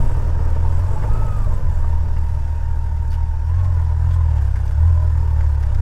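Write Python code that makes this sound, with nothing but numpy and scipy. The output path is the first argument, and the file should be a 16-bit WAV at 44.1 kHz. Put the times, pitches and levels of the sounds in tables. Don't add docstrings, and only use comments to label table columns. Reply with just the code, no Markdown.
import sys
import numpy as np
from scipy import signal
from scipy.fft import rfft, irfft
from scipy.io import wavfile
from scipy.ndimage import uniform_filter1d

SR = 44100
rng = np.random.default_rng(int(sys.argv[2]) if len(sys.argv) > 2 else 0)


def bounce(signal):
    frames = np.transpose(np.atleast_2d(signal))
    limited = np.clip(frames, -1, 1)
    pcm = np.round(limited * 32767).astype(np.int16)
    wavfile.write(sys.argv[1], SR, pcm)


def natural_amplitude(level_db):
    exponent = np.asarray(level_db, float) / 20
    return 10 ** exponent


N = 256220
T = np.arange(N) / SR


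def evened(x):
    return x / np.sqrt(np.mean(x ** 2) + 1e-20)


def curves(rows):
    s, *columns = np.transpose(rows)
    return [np.interp(T, s, column) for column in columns]


def swells(rows, width_s):
    return sum(db * np.exp(-((T - s) / width_s) ** 2) for s, db in rows)


def filtered(x, points):
    f, db = np.transpose(points)
    hz = np.fft.rfftfreq(len(x), 1 / SR)
    gain_db = np.interp(np.log(hz + 1), np.log(f + 1), db)
    return irfft(rfft(x) * natural_amplitude(gain_db), len(x))


def coloured(x, points):
    return evened(filtered(x, points))


def drift(hz):
    width = max(int(SR / hz / 2), 1)
    return evened(uniform_filter1d(uniform_filter1d(rng.standard_normal(N), width), width))


def resonance(x, hz, width_hz):
    return signal.lfilter(*signal.iirpeak(hz, hz / width_hz, SR), x)


def ring(x, modes):
    return evened(sum(natural_amplitude(db) * resonance(x, hz, width_hz) for hz, width_hz, db in modes))


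def taps(per_s, spread_db):
    size = natural_amplitude(spread_db * np.minimum(rng.exponential(1, N), 4))
    sign = rng.choice([-1., 1.], N)
    return size * sign * (rng.random(N) < per_s / SR)


def patchy(x, depth_db):
    z = signal.stft(x, nperseg=1024, noverlap=768)[2]
    patches = uniform_filter1d(rng.standard_normal(z.shape), size=3, axis=0)
    patches = evened(uniform_filter1d(patches, size=10, axis=1))
    return evened(signal.istft(z * natural_amplitude(depth_db * patches), nperseg=1024, noverlap=768)[1][:N])


# f/Hz, level/dB per Hz
BUFFET_COLOUR = [(5, -5.5), (12, 3), (24, 1), (34, -23.5), (55, -9.5), (110, -15), (160, -23.5),
                 (250, -41.5), (500, -64.5)]
# f/Hz, width/Hz, level/dB
FAIRING_MODES = [(292.6, 163, -1), (463, 266, 1.5), (595, 150, -6.5), (890, 130, 0), (1160, 170, -10.5)]


def lane(buffet_db, rough_db):
    shudder_hz = 24 + 4 * drift(hz=4.1)
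    shudder = np.sqrt(2) * np.cos(2 * np.pi * np.cumsum(shudder_hz) / SR)
    buffet = evened(coloured(rng.standard_normal(N), BUFFET_COLOUR) + 0.5 * shudder)
    buffet = evened(np.tanh(0.64 * buffet))
    shaking = rng.standard_normal(N) * natural_amplitude(2.1 * drift(hz=29.4))
    shaking = shaking + 0.63 * evened(taps(per_s=150, spread_db=2.0))
    rattle = ring(ring(shaking, FAIRING_MODES), FAIRING_MODES)
    return natural_amplitude(buffet_db + 2.5) * buffet + natural_amplitude(-43.5 + rough_db) * rattle


# f/Hz, width/Hz, level/dB
LOOSE_PART_MODES = [(7620, 260, 0), (8080, 260, 0), (6900, 300, -7), (10500, 500, -6)]
# t/s, level/dB
LOOSE_PART_JOLTS = [(.04, 11), (.12, 8), (.45, -10), (.6, -10), (.78, 12), (.88, 8), (.96, 13.5), (1.04, 2),
                    (1.12, 10.5), (1.28, 12), (1.36, 9.5), (1.53, 12), (1.64, -4), (1.76, 14)]


def jingle(rough_db):
    shaken = 0
    for hz, width_hz, db in LOOSE_PART_MODES:
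        mode = [(hz, width_hz, 0)]
        shaken = shaken + natural_amplitude(db) * ring(ring(taps(per_s=83, spread_db=3.0), mode), mode)
    level_db = -65.5 + 0.24 * rough_db + swells(LOOSE_PART_JOLTS, width_s=0.045)
    rough_stretch = np.clip((1.95 - T) / 0.11, 0, 1)
    return natural_amplitude(level_db) * rough_stretch * evened(shaken)


def fuel_pump():
    pump_hz, cycle_s, dip_db = 5621, 1.48, -7
    sag = np.interp(T, [0, 4, 4.6, 5.81], [0, 0, -.012, -.015])
    song = np.cos(2 * np.pi * np.cumsum(pump_hz * (1 + sag + .0022 * drift(hz=20))) / SR)
    easing_db = dip_db * np.cos(np.pi * T / cycle_s) ** 4 * (T > .5)
    level_db = -66 + easing_db + 300 * sag + 1.5 * drift(hz=14)
    return np.sqrt(2) * natural_amplitude(level_db) * song


# t/s, peak level/dB, bass share/dB, pitch of what they strike f/Hz
STONE_HITS = [(0.635, -51, -6, 3480), (0.975, -45, 5, 3100), (1.026, -37, 14, 3570),
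              (1.1798, -43, -4, 4800), (1.3299, -45, 7, 3093), (1.434, -48, -13, 3160),
              (1.5374, -33, -9, 8206), (2.165, -39, 12, 2968), (2.4739, -40, 7, 5495),
              (3.106, -36, -25, 5200), (3.116, -28, -13, 11800), (3.128, -38, -7, 12400),
              (3.139, -30, -9, 2980), (3.5525, -36, -17, 6000), (3.5959, -35, -6, 3040),
              (3.643, -35.5, 3.5, 3590), (3.782, -42, 10.5, 3070), (4.104, -33.5, 0, 3400),
              (4.124, -32, -6, 7900), (4.138, -31.5, -7, 8000), (4.2498, -51.5, 3, 3516),
              (4.376, -37, 0, 3322), (4.5211, -51, -6, 3450), (4.557, -30.5, 6, 6600),
              (4.677, -33.5, -11, 6000), (4.709, -34, 1, 8400), (5.405, -37.5, 12, 3121),
              (5.457, -40, 7, 3350), (5.627, -29, 3, 5900), (5.745, -32.5, -0.5, 5156)]


def stones():
    crunch_s = 0.0093
    grit = rng.standard_normal(N) + 0.9 * evened(taps(per_s=1200, spread_db=6.0))
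    high = coloured(grit, [(1800, -10.0), (3000, 2.5), (4600, 2.5), (8000, -3.0),
                           (10000, -4), (12300, -2.0), (14000, -12), (16000, -21)])
    low = coloured(grit, [(600, -11), (1100, -9.0), (2000, -7.5), (3200, -43.5)])
    out = np.zeros(N)
    for s, db, bass_db, hz in STONE_HITS:
        at = slice(int(s * SR), int(s * SR) + SR // 5)
        u = np.maximum(T[at] - s, 0) / crunch_s
        crush = u ** 0.22 * np.exp(-u)
        struck = evened(resonance(grit[at], hz, width_hz=500))
        out[at] += natural_amplitude(db - 13) * crush * (high[at] + 0.45 * struck + natural_amplitude(bass_db + 3.5) * low[at])
    return out


# t/s, peak level/dB, f/Hz, time to fall 60 dB/s
RINGING_KNOCKS = [(0.648, -21.5, 890, 0.065), (.885, -28, 873, .07), (0.957, -26.5, 863.6, 0.16),
                  (1.034, -28, 900, 0.11), (1.085, -23.5, 845.6, 0.062), (1.218, -23.5, 890, 0.054),
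                  (1.469, -28, 606.5, 0.11), (1.842, -19, 1161, 0.02), (1.844, -30, 701, 0.048),
                  (3.181, -34, 930, 0.2), (.832, -45, 4317, 0.052), (2.169, -43, 2772, .04),
                  (3.103, -44, 4500, 0.13), (3.104, -40, 8900, 0.043), (3.11, -48, 4570, 0.069),
                  (3.116, -52, 11740, 0.022), (3.128, -54, 12600, .03), (3.145, -47, 8800, .04),
                  (4.114, -44, 3340, 0.054), (4.115, -62, 3280, .05), (4.139, -45, 3310, 0.075),
                  (4.144, -39, 7900, .04), (4.558, -42, 8400, 0.045)]


def knocks():
    out, u = np.zeros(N), T[:SR // 5]
    rise = np.minimum(u / 0.0037, 1)
    for s, db, hz, t60_s in RINGING_KNOCKS:
        at = round(s * SR)
        out[at:at + len(u)] += natural_amplitude(db - 60 * u / t60_s) * rise * np.sin(2 * np.pi * hz * u)
    return out


def spurts(angle):
    gate = np.exp(7 * (np.cos(angle / 2 + .6) - 1)) * natural_amplitude(2.8 * drift(hz=20))
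    hiss = coloured(rng.standard_normal(N), [(9500, -27), (12000, -7), (13600, 6), (14800, -10.5), (16000, -21)])
    return natural_amplitude(-70.5) * evened(gate * hiss)


# t/s, level/dB
INTAKE_GULPS = [
    (0, -6),
    (1.1, 13),
    (1.24, 16),
    (1.72, 13.5),
    (2.37, 9.5),
    (3.66, 11),
    (3.9, 6.5),
    (4.76, 10.5),
    (5.02, 18.5),
    (5.71, 13),
]


def airbox(angle):
    gulps = rng.standard_normal(N) * natural_amplitude(2.1 * np.cos(angle + 0.096))
    hum = ring(ring(gulps, [(604, 14, 0)]), [(580, 63, 0)])
    return natural_amplitude(-59 + swells(INTAKE_GULPS, width_s=0.065)) * hum


# f/Hz, level/dB per Hz
CASING_COLOUR = [(120, -26.5), (200, -7.5), (300, 1), (600, -3), (760, 4), (900, 10), (1150, -2),
                 (1500, 0.5), (1850, -4.5), (2200, -10.5), (3000, -13), (8000, -13.5), (12000, -21.5),
                 (15500, -23)]
# f/Hz, width/Hz, level/dB
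COVER_MODES = [(1450, 60, 0), (1800, 90, 0), (1600, 80, -4)]
# t/s, level/dB
TREBLE_LULLS = [(.025, -5), (.36, -11), (.61, -8), (1.63, -9), (2.05, -13), (2.71, -1), (2.95, -3),
                (3.85, -1), (4.45, 2), (4.67, 0), (5.55, -3)]


def clatter(angle, load_db, rough_db):
    level_db = -49.5 + 0.27 * load_db + 0.22 * rough_db
    beat = np.cos(angle + 1.3) + 0.28 * np.cos(angle / 2 + 0.4)
    noise = rng.standard_normal(N) * natural_amplitude(1.56 * beat + 0.6 * drift(hz=36.3))
    noise = noise + 0.3 * evened(taps(per_s=600, spread_db=0.5))
    whole = patchy(coloured(noise, CASING_COLOUR), depth_db=2.)
    whole = whole + natural_amplitude(-18) * ring(ring(noise, COVER_MODES), COVER_MODES)
    band = signal.sosfilt(signal.butter(2, [1400, 3500], "bandpass", fs=SR, output="sos"), whole)
    treble = filtered(whole, [(5000, -20), (8500, -8.0), (11000, 0.5)])
    treble_db = 1.5 + 0.22 * rough_db + swells(TREBLE_LULLS, width_s=0.058)
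    flicker_db = 2.4 * drift(hz=45)
    tilted = whole + treble * (natural_amplitude(treble_db + flicker_db) - 1)
    return natural_amplitude(level_db) * tilted / band.std()


def whine(angle, crank_hz, load_db, rough_db):
    teeth = 24.1
    level_db = -45.5 - 0.25 * load_db
    level_db = level_db - 3.5 * np.maximum(38.2 - crank_hz, 0)
    level_db = level_db - 0.58 * np.maximum(rough_db, 0)
    level_db = level_db + 1.16 * np.maximum(crank_hz - 46.9, 0)
    wobble = .45 * np.sin(angle) + .2 * np.sin(angle / 2) + .8 * drift(hz=10)
    wobble = wobble + 4.8 * natural_amplitude(.8 * load_db) * drift(hz=6.5)
    beads_db = 2.2 * np.cos(angle + 2.3) + 1.9 * drift(hz=30)
    mesh = teeth * angle + wobble
    side_db = -3.5 + 2.2 * load_db - 2.5 * np.maximum(crank_hz - 41, 0)
    tones = np.cos(mesh) + natural_amplitude(side_db) * np.cos(mesh + angle) + natural_amplitude(-21.0) * np.cos(2 * mesh)
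    return natural_amplitude(level_db) * evened(natural_amplitude(beads_db) * tones)


# order in crank turns, level/dB against the third order
UPPER_ORDERS = [(4, -19), (5, -23.5), (6, -57), (1.5, -58.5), (2.5, -24.5)]
# f/Hz, level/dB
PIPE_RESPONSE = [(30, -6), (53, 1.5), (64, 1.5), (82, 9), (100, 3.5), (130, -2), (160, -11)]


def exhaust(angle, crank_hz, load_db):
    f, pipe_db = np.transpose(PIPE_RESPONSE)
    once_db = -21 + .3 * load_db + np.interp(crank_hz, f, pipe_db)
    firing_db = -22.5 + load_db + np.interp(2 * crank_hz, f, pipe_db)
    third_db = -27.5 + load_db + np.interp(3 * crank_hz, f, pipe_db)
    orders = [(1, once_db), (2, firing_db), (3, third_db)]
    orders += [(order, third_db + db) for order, db in UPPER_ORDERS]
    lag, uneven = .75, .07
    pulse = 0
    for order, db in orders:
        level = natural_amplitude(db + 0.57 * order * drift(hz=4.6))
        pulse = pulse + level * np.cos(order * angle + lag + uneven * order * drift(hz=27.1))
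    return -np.sqrt(2) * pulse


# t/s, crank turns f/Hz, load level/dB
THROTTLE = [(.58, 39.33, -4.5), (.97, 46, -4), (1.08, 51.1, -1), (1.21, 53.9, -2), (1.39, 50.86, -6),
            (1.54, 43.18, -8), (1.84, 38.53, -6), (3.43, 37.98, -4.5), (3.62, 45.77, -2),
            (3.79, 40.75, -2.5), (4.0, 39.73, -1.5), (4.12, 43.52, -0.5), (4.56, 31.46, 0.5),
            (4.73, 34.48, -0.5), (4.87, 42.55, 1.5), (4.98, 40.2, -0.5), (5.64, 35.35, 0.5),
            (5.81, 30.04, -0.5)]
# t/s, buffeting level/dB, roughness level/dB
LANE_SURFACE = [(0.0, -10.5, 11), (.14, -19, 7), (.25, -17.5, 6.5), (.34, -20.5, 6), (1.03, -18, 7.5),
                (1.32, -17, 5), (1.82, -19, 1), (2.1, -20.5, -1), (2.65, -24.5, -5), (3.27, -22.5, -7),
                (3.43, -28, -9.5), (3.6, -28.5, -3), (4.0, -28, -3), (4.35, -37, -1), (4.5, -25, -4),
                (5.43, -25, -0.5), (5.55, -32, -1.5), (5.81, -19.5, -2)]


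def scene():
    flywheel_s = .06
    gust_db, duck = -19, 1.5
    crank_hz, load_db = curves(THROTTLE)
    crank_hz = uniform_filter1d(crank_hz, round(flywheel_s * SR), mode="nearest")
    buffet_db, rough_db = curves(LANE_SURFACE)
    load_db = load_db - duck * np.maximum(buffet_db - gust_db, 0)
    angle = 2 * np.pi * np.cumsum(crank_hz) / SR
    road = lane(buffet_db, rough_db) + stones() + knocks()
    small_parts = jingle(rough_db) + fuel_pump()
    engine = spurts(angle) + airbox(angle) + clatter(angle, load_db, rough_db)
    engine = engine + whine(angle, crank_hz, load_db, rough_db) + exhaust(angle, crank_hz, load_db)
    return (road + small_parts + engine)[None]


def band_limit(x):
    return signal.sosfilt(signal.butter(12, 15610, fs=SR, output="sos"), x)


# f/Hz, level/dB
CASE_RESPONSE = [(2300, -0.5), (2800, 0), (3200, -3.5), (3600, -3), (4050, -7), (4900, -2.5), (6200, -5.5),
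                 (7000, -5), (8100, -7), (9000, -7), (13500, -9.5), (15500, -13.5)]


def record(dry):
    edge = 2048
    cased = filtered(np.pad(dry[0], edge, mode="linear_ramp"), CASE_RESPONSE)[edge:-edge]
    fade = np.clip(np.minimum(T, T[::-1]) / .004, 0, 1)
    mix = (cased * fade)[None]
    return band_limit(mix)


dry = scene()
out = record(dry)
bounce(out)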